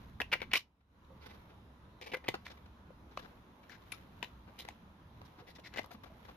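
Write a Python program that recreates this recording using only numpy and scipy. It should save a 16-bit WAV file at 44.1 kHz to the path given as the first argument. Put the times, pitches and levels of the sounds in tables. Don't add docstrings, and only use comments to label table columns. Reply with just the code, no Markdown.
import sys
import numpy as np
from scipy import signal
from scipy.fft import rfft, irfft, next_fast_len
from scipy.io import wavfile
from scipy.ndimage import uniform_filter1d

SR = 44100
rng = np.random.default_rng(int(sys.argv[2]) if len(sys.argv) > 2 else 0)


def transcribe(signal):
    frames = np.atleast_2d(signal).T
    limited = np.clip(frames, -1, 1)
    pcm = np.round(limited * 32767).astype(np.int16)
    wavfile.write(sys.argv[1], SR, pcm)


def boost_factor(decibels):
    exponent = np.asarray(decibels, float) / 20
    return 10 ** exponent


N = 280781
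HALVES = np.array([[0.5], [-0.5]])


def evened(x):
    return x / np.sqrt(np.mean(x ** 2) + 1e-20)


def levelled(x, span):
    return x / np.sqrt(np.mean(x[:, :span] ** 2))


def read(points, hz):
    f, value = np.transpose(points)
    return np.interp(np.log(hz + 1), np.log(f + 1), value)


def coloured(x, points):
    size = next_fast_len(x.shape[-1])
    gain = boost_factor(read(points, np.fft.rfftfreq(size, 1 / SR)))
    return irfft(rfft(x, size) * gain, size)[..., :x.shape[-1]]


# freq_hz, level_db (per Hz)
AIR = [(12, -41.5), (22, -15.5), (50, -2.5), (114, -0.5), (145, -7.5), (192, -2.5), (420, -14), (740, -16),
       (974, -11.5), (1600, -21), (2300, -27), (4000, -29), (4500, -37), (6500, -39), (11000, -47),
       (14500, -44)]
# freq_hz, likeness (-1..1)
SAME = [(60, 0.98), (130, 0.97), (290, 0.94), (640, 0.61), (1410, -0.014), (3100, -0.06), (6820, 0.24),
        (15000, -0.94)]
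# time_s, level_db
RUMBLE = [(0, -56), (1.0, -61), (1.6, -61.5), (1.95, -66.5), (2.6, -60.5), (3.3, -63), (3.9, -64),
          (4.3, -60), (4.85, -63.5), (5.3, -62), (5.9, -63.5), (6.37, -63.5)]
# freq_hz, width_hz, level_db
HUM = [(100, 12, 0.5), (182, 25, 2)]
# time_s, pitch_hz, level_db (over the hum)
DRONE = [(0, 60, 9), (.5, 62, 9), (1.0, 72, 10), (1.5, 70, 10), (1.9, 66, 4), (2.3, 72, 8), (3.1, 64, 8),
         (3.6, 66, 3), (4.3, 56, 7), (4.8, 70, 7), (5.2, 88, 8), (5.5, 66, 5), (6.37, 63, 7)]
AIR_DB, DRONE_WIDTH_HZ, HOP = -58.5, 7, 512


def air():
    frames, hz = N // HOP + 5, np.fft.rfftfreq(2048, 1 / SR)
    frame_s = np.arange(frames) * HOP / SR
    a, b, c, d, patches = rng.standard_normal((frames, 1025, 5)).T
    patches = evened(uniform_filter1d(uniform_filter1d(patches, 20, 0), 7, 1))

    same = np.clip(read(SAME, hz), -1, 1)[:, None]
    left, other = a + 1j * b, c + 1j * d
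    z = np.array([left, same * left + np.sqrt(1 - same ** 2) * other])

    time_s, level_db = np.transpose(RUMBLE)
    sway_db = np.interp(frame_s, time_s, level_db - level_db.mean())
    low = 1 / (1 + (hz[:, None] / 200) ** 2)
    hum_db = sum(db / (1 + ((hz - f) / width) ** 2) for f, width, db in HUM)

    time_s, pitch_hz, level_db = np.transpose(DRONE)
    pitch_hz = np.interp(frame_s, time_s, pitch_hz)
    level_db = np.interp(frame_s, time_s, level_db)
    drone_db = 0.6 * level_db / (1 + ((hz[:, None] - pitch_hz) / DRONE_WIDTH_HZ) ** 2)

    z *= boost_factor((read(AIR, hz) + hum_db)[:, None] + drone_db + 1.5 * patches + low * sway_db)
    noise = signal.istft(z, nperseg=2048, noverlap=2048 - HOP)[1][:, :N]
    return boost_factor(AIR_DB) * evened(noise)


def drone():
    time_s, pitch_hz, level_db = np.transpose(DRONE)
    t = np.arange(N) / SR
    drift, swell = (np.interp(t, np.arange(64) / 8, v) for v in rng.standard_normal((2, 64)))
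    turns = np.cumsum(np.interp(t, time_s, pitch_hz) + 1.5 * drift) / SR
    return boost_factor(-71 + np.interp(t, time_s, level_db) + 2.5 * swell) * np.sin(2 * np.pi * turns)


# peak_s, level_db
GRIPS = [(0.02, -64), (1.35, -65), (2.52, -67), (3.27, -65.5), (3.72, -67), (3.96, -62.5), (4.24, -64.5),
         (4.64, -65), (5.3, -66.5), (5.8, -68), (6.27, -63)]
TIGHTEN_DB_PER_S, SETTLE_DB_PER_S, REST_DB = 45, 55, -84


def grip_db(t):
    peak_s, level_db = np.transpose(GRIPS)[:, :, None]
    slope = np.where(t < peak_s, TIGHTEN_DB_PER_S, SETTLE_DB_PER_S)
    return np.maximum((level_db - slope * abs(t - peak_s)).max(0), REST_DB)


# freq_hz, level_db (per Hz)
RUB = [(180, -33.5), (300, -3.5), (860, -5), (2100, -10.5), (4000, -15), (4600, -21.5), (7500, -27.5),
       (11000, -34), (14500, -27)]


def rubs():
    slips = boost_factor(2.5 * np.minimum(rng.exponential(1, N), 5)) * (rng.random(N) < 2500 / SR)
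    grain = np.sqrt(abs(uniform_filter1d(slips ** 2, 60)) + 1e-9)
    x = evened(coloured(rng.standard_normal((2, N)) * grain, RUB))
    return boost_factor(grip_db(np.arange(N) / SR) + 0.5) * x


def rings(modes, struck_hz, t, chance, spread, focus_db):
    f, width, db, pan_db, lead = np.transpose(modes)[:, :, None]
    f = f * (1 + 0.015 * chance[0])
    off_octaves = abs(np.log2(f / struck_hz))
    size = boost_factor(db - focus_db * off_octaves + 3.4 * chance[1]) * np.exp(-np.pi * width * t)
    side = HALVES[:, :, None]
    turn = 2 * np.pi * f * t + side * (lead + spread * chance[3])
    return (size * boost_factor(side * (pan_db + 1.2 * chance[2])) * np.sin(turn)).sum(1)


# freq_hz, width_hz, level_db, left_right_db, left_lead_rad
SHELL = [(1060, 220, -5.5, 9, 1.9), (1530, 170, -4, 3.5, 2.7), (2020, 98, -6, 1.3, 0.54),
         (2300, 170, -1.45, 0, .3), (2560, 200, -5.5, -1, .4), (2880, 90, -10, -4, 0.86),
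         (3060, 1000, -11, 0, 1.2), (3670, 300, -13.5, 7, 4.8), (4860, 280, -17.5, 6, 1.6)]
# freq_hz, width_hz, level_db, left_right_db, left_lead_rad
CAVITY = [(300, 240, -3.5, 0.1, .15), (493, 110, 0.5, 0.1, 1.8), (814, 280, 4, 1.4, 1.3)]
# freq_hz, level_db (per Hz)
TICK = [(2060, -25), (3500, -1.5), (4060, -1), (4570, -7), (5000, -5.5), (6050, -10), (8340, -9.5),
        (11000, -21.5), (14500, -17)]
# freq_hz, level_db
RADIATES = [(60, -36), (180, -11), (330, -5), (4500, -2.5), (7000, -12), (15000, -27)]
# time_s, left_right_db
HANDS = [(0.18, 0.5), (0.414, 4), (0.62, -0.5), (1.24, -6), (2.0, 0.5), (3.1, -1), (3.244, 4.5), (3.6, 1.0),
         (3.83, 15.5), (4.75, -1), (5.2, -2.5), (5.68, 5), (6.367, 0)]
# start_s, hollow_db, grit_db, sheen_db (above 8 kHz)
SHADES = [(0, 2, 1, 4), (.21, 0, -1, 4), (.3, 4, 2, -2), (.322, -2, -1, 2), (.342, 3, 0, 0),
          (.39, -1, -1, 2), (.41, 0, -3, 7), (.5, -3, -11, 5), (.53, 0, -1, -2), (.545, 0, 3, 0),
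          (.565, -2, 4, 0), (.58, 2, 5, -5), (.7, 0, 0, 0), (1.1, 1, -1, 6), (2.0, 0, 2, -5),
          (2.05, 2, 0, 3), (2.1, 0, 1, 4), (2.13, 1, -1, 3), (2.16, 4, 0, 2), (2.2, 0, -9, 9),
          (2.276, 0, 0, -1), (2.33, 2, -2, -1), (2.44, -8, 2, -2), (2.49, 1, 5, -5), (3.0, 0, 7, -12),
          (3.18, 0, 2, 1), (3.6, 0, -3, -2), (3.7, -3, 0, 0), (3.9, -8, 0, 0), (3.93, 0, 0, 1),
          (4.2, -2, 4, -7), (4.24, 1, -8, 5), (4.55, -3, -2, 0), (4.6, 2, -2, 5), (4.64, 0, 0, 0),
          (4.68, -1, 3, -4), (5.2, 0, 0, 1), (5.36, 1, -1, 5), (5.45, 1, 0, 8), (5.54, 0, -1, -2),
          (5.62, 2, 2, -2), (5.71, -6, 1, -4), (5.752, 5, -1, -7), (5.765, -1, 0, -4), (5.778, 5, 5, -2),
          (5.805, 0, 0, -5), (5.855, 0, 4, 12), (5.9, 3, -1, 6), (6.0, 0, -3, 4), (6.2, 2, 2, -5)]


def strikes(rows):
    t, out = np.arange(3072) / SR, np.zeros((2, N + 3072))
    ring_t = t[:1024]
    draws = rng.standard_normal((len(rows), 4, 16, 1))
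    noises = rng.standard_normal((len(rows), 4, len(t)))
    hands, shades = np.transpose(HANDS), np.array(SHADES)
    end_fade = np.clip((t[-1] - 0.006 - t) / 0.004, 0, 1)
    for row, chance, (touch, lumps, left, right) in zip(rows, draws, noises):
        start_s, length_ms, level_db, ring_hz, thump_db, tick_db = row
        _, hollow_db, grit_db, sheen_db = shades[np.searchsorted(shades[:, 0], start_s) - 1]
        span = round((length_ms + 1.5) * SR / 1000)

        done = np.minimum(t / (max(length_ms, 1) / 1000), 1)
        swell = np.sin(np.pi * done ** (0.51 + length_ms / 60)) ** 0.83
        pressure = swell * boost_factor(2.1 * evened(uniform_filter1d(lumps, 60)))
        chatter = (touch * abs(touch) ** 0.86 * pressure)[None]

        modes = SHELL + [(ring_hz, 400, -1.5, 0.1, 0.6)]
        walls = rings(modes, ring_hz, ring_t, chance[:, :len(modes)], 0.74, 21.0)
        hollow = rings(CAVITY, 480, ring_t, chance[:, -len(CAVITY):], 0.12, 0)
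        walls, hollow = (signal.fftconvolve(x, chatter)[:, :len(t)] for x in (walls, hollow))
        body = levelled(walls, span) + boost_factor(thump_db + hollow_db + 0.5) * levelled(hollow, span)

        grit = np.array([left, right]) * (pressure + 0.1 * done * np.exp(-t / 0.008))
        dull_db = -0.25 * length_ms
        grit = coloured(coloured(grit, TICK), [(5500, 0), (8000, dull_db), (10000, sheen_db + dull_db)])

        sound = coloured(body, RADIATES) + boost_factor(tick_db + grit_db) * levelled(grit, span)
        gain = boost_factor(level_db - 3.0 + HALVES * np.interp(start_s, *hands))
        at = round(start_s * SR)
        out[:, at:at + len(t)] += gain * sound * end_fade
    return out[:, :N]


# start_s, length_ms, level_db, ring_hz
KNOCKS = [(0.2017, 2.2, -34, 1800), (0.2045, 8.9, -34, 1750), (0.343, 15, -44, 1970),
          (0.4165, 5.6, -35, 2100), (0.42, 17, -42.5, 2120), (1.49, 35, -61, 1296),
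          (2.116, 18, -43.5, 2500), (2.1336, 12, -36, 2010), (2.24, 12.5, -48.5, 1970),
          (2.258, 13, -52, 920), (2.282, 2.7, -30.5, 2520), (2.29, 6, -37, 2700), (2.3407, 6.7, -35, 1040),
          (2.572, 10, -59, 1700), (2.657, 13, -59, 1420), (3.108, 29, -62, 1314), (3.243, 23, -53, 1220),
          (4.231, 4.8, -46, 1660), (4.468, 37, -60, 1330), (4.577, 30, -54.5, 2240), (4.677, 10, -53, 1400),
          (4.693, 25, -60, 2650), (5.215, 3.9, -49.5, 910), (5.583, 13, -55.5, 1230),
          (5.737, 20, -48.5, 2000), (5.789, 11, -38, 1810), (5.944, 15, -56, 1070), (6.283, 21, -51, 980),
          (6.299, 26, -63, 1240)]
# start_s, length_ms, level_db, ring_hz
SNAPS = [(0.2148, 7.5, -28, 2650), (0.316, 12.4, -34, 2470), (0.3253, 11.2, -24, 2440),
         (0.331, 7.2, -23.5, 2470), (0.336, 6.8, -23, 1840), (0.4012, 9, -43, 2250),
         (0.434, 9.6, -48.5, 2190), (0.5145, 7, -37, 2630), (0.5366, 7.1, -21, 2460),
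         (0.547, 11, -28, 2220), (0.5524, 8.8, -17.5, 2320), (0.5555, 7, -24, 2180),
         (2.14, 13.2, -32, 1850), (2.148, 5.6, -36, 1930), (2.465, 5.3, -38.5, 1930),
         (3.1733, 2.5, -37, 1700), (3.175, 3, -38, 1300), (5.718, 35, -56.5, 1730), (5.781, 11, -34, 2050)]
# start_s, length_ms, level_db, ring_hz, hollow_rel_db, grit_rel_db
SLIPS = [(.51, 8, -48, 2600, -20, -22), (.523, 10, -46, 2700, -20, -22), (.805, 14, -56, 1300, -10, -22),
         (1.045, 12, -72, 3900, -5, -6), (2.035, 22, -55, 2300, -3, -6), (2.269, 9, -49, 2400, -20, -18),
         (3.7, 12, -55, 1750, -20, -6), (3.815, 18, -81, 5800, -20, 3), (3.745, 25, -62, 1700, -20, -10),
         (4.236, 8, -50, 2400, -8, -10), (5.595, 10, -60, 3500, -5, -3), (5.738, 6, -51, 2600, -8, -4),
         (5.76, 4, -48, 1300, 1, -10), (5.794, 6, -49, 1500, 0, -12), (5.831, 4, -60, 2500, -10, 0),
         (5.915, 5, -52, 1500, -3, -6), (5.81, 16, -61, 2200, -5, -5)]
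# start_s, length_ms, level_db, ring_hz
RATTLES = [(0.5336, 5.5, -19, 2300), (0.541, 11.4, -28, 2100), (0.56, 16, -27, 2650),
           (0.569, 13.7, -26, 2900), (0.584, 18, -41, 2700), (0.598, 19, -48.5, 2964),
           (2.45, 23, -51.5, 1930), (2.472, 20, -53, 2040), (3.167, 5.9, -62, 1300),
           (3.706, 34.6, -53.5, 1705), (3.73, 29, -59, 1720), (3.9195, 4.6, -44, 2280),
           (3.922, 9.1, -41.5, 2380), (4.244, 4.5, -43, 2900), (4.6872, 2.03, -38, 2300),
           (5.635, 32, -53, 2140), (5.655, 29, -49, 2010), (5.757, 17, -45.5, 1750)]
# start_s, length_ms, level_db, ring_hz
SCRAPES = [(1.2, 59, -58.5, 1470), (1.255, 25, -52, 1330), (1.28, 46, -57, 1790), (1.325, 40, -61.5, 1200),
           (2.0125, 4.9, -46.5, 2300), (2.017, 18.3, -47, 2440), (2.059, 26, -47, 2400),
           (2.083, 28, -56, 2380), (2.169, 6.1, -49, 1910), (2.285, 4.8, -26, 2300), (2.345, 16, -44, 1360),
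           (2.497, 32, -54, 1520), (3.188, 19, -51, 1430), (3.215, 31, -59, 1450), (3.63, 16, -61, 1720),
           (4.227, 5.4, -38.5, 2140), (4.649, 6.4, -48.5, 1430), (5.375, 46, -57.5, 1200),
           (5.465, 37, -56, 2030), (5.772, 7, -38.5, 2600), (5.842, 7.9, -50, 1010),
           (5.906, 22.6, -53.5, 1420), (6.033, 18.5, -50.5, 1190), (6.05, 37, -60, 1380),
           (6.249, 12, -57, 1950)]
# start_s, length_ms, level_db, ring_hz
TICKS = [(3.694, 5.7, -59, 1820), (3.934, 23, -63, 1850), (4.25, 25, -68, 2220), (4.5892, 4.1, -46, 3060),
         (4.594, 13.5, -49, 3150), (4.605, 5, -49, 3400), (4.61, 24, -57, 3420), (5.245, 29, -66, 1720),
         (5.486, 39, -63, 1930), (5.549, 26.4, -58, 1980), (5.86, 3.5, -65, 3000), (5.924, 22, -60.5, 1510)]
# hollow_rel_db, grit_rel_db
KINDS = [
    (-26.5, -19),
    (-22, -8.5),
    (0.5, -19),
    (1.5, -9.5),
    (-5, 0),
]


def contacts():
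    tables = (SNAPS, RATTLES, KNOCKS, SCRAPES, TICKS)
    rows = [row + kind for table, kind in zip(tables, KINDS) for row in table]
    return strikes(rows) + strikes(SLIPS)


# start_s,
# pitch_hz, level_db, t60_s, left_right_db
PINGS = [(.2022, 1900, -22.5, 0.01, 4), (4.228, 1900, -39, 0.029, 6), (0.5333, 2610, -22, .015, 0),
         (2.285, 2600, -35, 0.023, 0), (3.174, 590, -36, 0.02, 3), (.328, 2900, -32.5, 0.036, -10),
         (2.142, 500, -31.5, 0.051, 3), (1.103, 530, -53, 0.15, -6), (2.285, 342, -29, 0.031, 8.5),
         (2.507, 210, -52, 0.065, 8), (2.905, 540, -47, 0.028, 9), (3.696, 1774, -40.5, 0.026, 9),
         (3.919, 10900, -56, 0.06, -0.5), (4.229, 954, -35.5, 0.028, 4), (4.228, 2910, -32.5, 0.022, 8),
         (4.24, 3950, -53, 0.081, -7), (4.605, 3980, -49, 0.057, 0), (4.602, 3140, -52, 0.057, -6),
         (4.687, 830, -41, 0.023, 11.5), (5.384, 310, -45, 0.028, 0), (5.42, 480, -53, 0.14, -6),
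         (5.943, 238, -40, 0.048, 0), (5.59, 600, -48, 0.025, -6),
         (.5337, 2950, -19, .012, 3.5), (.5388, 2570, -20, .015, 2), (.5558, 2240, -15, .012, 0),
         (.555, 1100, -27, .03, 8), (.536, 1050, -32, .03, 8), (.5665, 3300, -30, .02, 0),
         (.568, 1150, -38, .08, 8), (3.1745, 2600, -32, .015, 5), (3.179, 2900, -52, .07, 5),
         (4.2275, 2950, -31, .015, 7), (3.9205, 2450, -36, .02, 7), (.418, 2200, -36, .03, 4),
         (.2025, 1200, -32, .015, 4), (5.86, 1200, -47, .015, 0), (3.935, 1300, -54, .06, 5),
         (6.1, 650, -56, .12, 0), (3.1737, 1200, -20, .008, 5), (4.2277, 2400, -40, .02, 7),
         (4.59, 3900, -42, .012, 2), (4.6065, 3800, -41, .012, -2), (4.6875, 2250, -39, .015, 0),
         (2.283, 2400, -31, .01, 1.5), (2.283, 560, -33, .03, 3), (2.283, 125, -38, .06, 0),
         (2.1695, 520, -38, .025, 3), (5.792, 680, -33, .025, 5), (5.784, 2070, -33, .015, 7),
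         (3.696, 5900, -58, .02, 5), (4.212, 140, -50, .04, 0), (5.4, 140, -48, .06, 0),
         (2.3435, 700, -38, .02, 2), (.2155, 2600, -36, .05, 1), (6.06, 700, -50, .03, 3)]


def pings():
    t, out = np.arange(6000) / SR, np.zeros((2, N))
    for start_s, pitch_hz, level_db, t60_s, pan_db in PINGS:
        tone = np.sin(2 * np.pi * pitch_hz * t) + 0.51 * np.sin(2 * np.pi * pitch_hz * 0.92 * t)
        buzz_db = 2.5 * evened(uniform_filter1d(rng.standard_normal(len(t)), 200))
        tone *= boost_factor(level_db - 60 * t / t60_s + buzz_db) * (1 - np.exp(-t * pitch_hz))
        at = round(start_s * SR)
        out[:, at:at + len(t)] += boost_factor(HALVES * pan_db) * tone
    return out


# freq_hz, t60_s
ROOM = [(250, 0.13), (800, 0.12), (2000, 0.16), (6000, 0.17), (12000, 0.14)]


def room():
    taps = np.zeros((2, SR // 2))
    starts = np.arange(150, SR // 2 - 20, 20)
    at = starts + rng.integers(0, 20, (2, len(starts)))
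    np.put_along_axis(taps, at, rng.choice([-1., 1.], at.shape), 1)
    hz, t, z = signal.stft(taps, SR, nperseg=256)
    tail = signal.istft(z * boost_factor(-60 * t / read(ROOM, hz)[:, None]), SR, nperseg=256)[1]
    return tail / np.linalg.norm(tail[0])


def scene():
    bed = air() + drone() + rubs()
    hits = contacts() + pings()
    echo = signal.fftconvolve(hits, room(), axes=1)[:, :N]
    return bed + hits + boost_factor(-12) * echo


SINK_AT_S, SINK_S, SINK_DB, RISE_AT_S, RISE_S, USUAL_DB = 0.53, 0.08, 16, 0.87, 0.093, 2


def gain_control_db(t):
    sunk = 1 - np.exp(-np.maximum(t - SINK_AT_S, 0) / SINK_S)
    return USUAL_DB - SINK_DB * sunk * np.exp(-np.maximum(t - RISE_AT_S, 0) / RISE_S)


# freq_hz, left_db, right_db
PORTS = [(6030, -2, -1), (7070, -2.5, -9.5), (8370, -18.5, -9.5), (8700, -16, -3), (9330, -11, 1.5),
         (11210, 7, 8), (14550, 3.5, 0), (14750, -17.5, -17.5), (16000, -26.5, -26)]
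# freq_hz, level_db
CIRCUIT = [(300, -99), (2500, -88), (5000, -98), (14500, -100), (14800, -130)]


def top_cut(x):
    return signal.sosfilt(signal.butter(12, 15890, fs=SR, output="sos"), x)


def record(dry):
    hz, left_db, right_db = np.transpose(PORTS)
    ports = np.array([coloured(x, np.transpose([hz, db])) for x, db in zip(dry, (left_db, right_db))])
    gained = ports * boost_factor(gain_control_db(np.arange(N) / SR))
    hiss = coloured(rng.standard_normal(dry.shape), CIRCUIT)
    return top_cut(gained + hiss)


dry = scene()
out = record(dry)
transcribe(out)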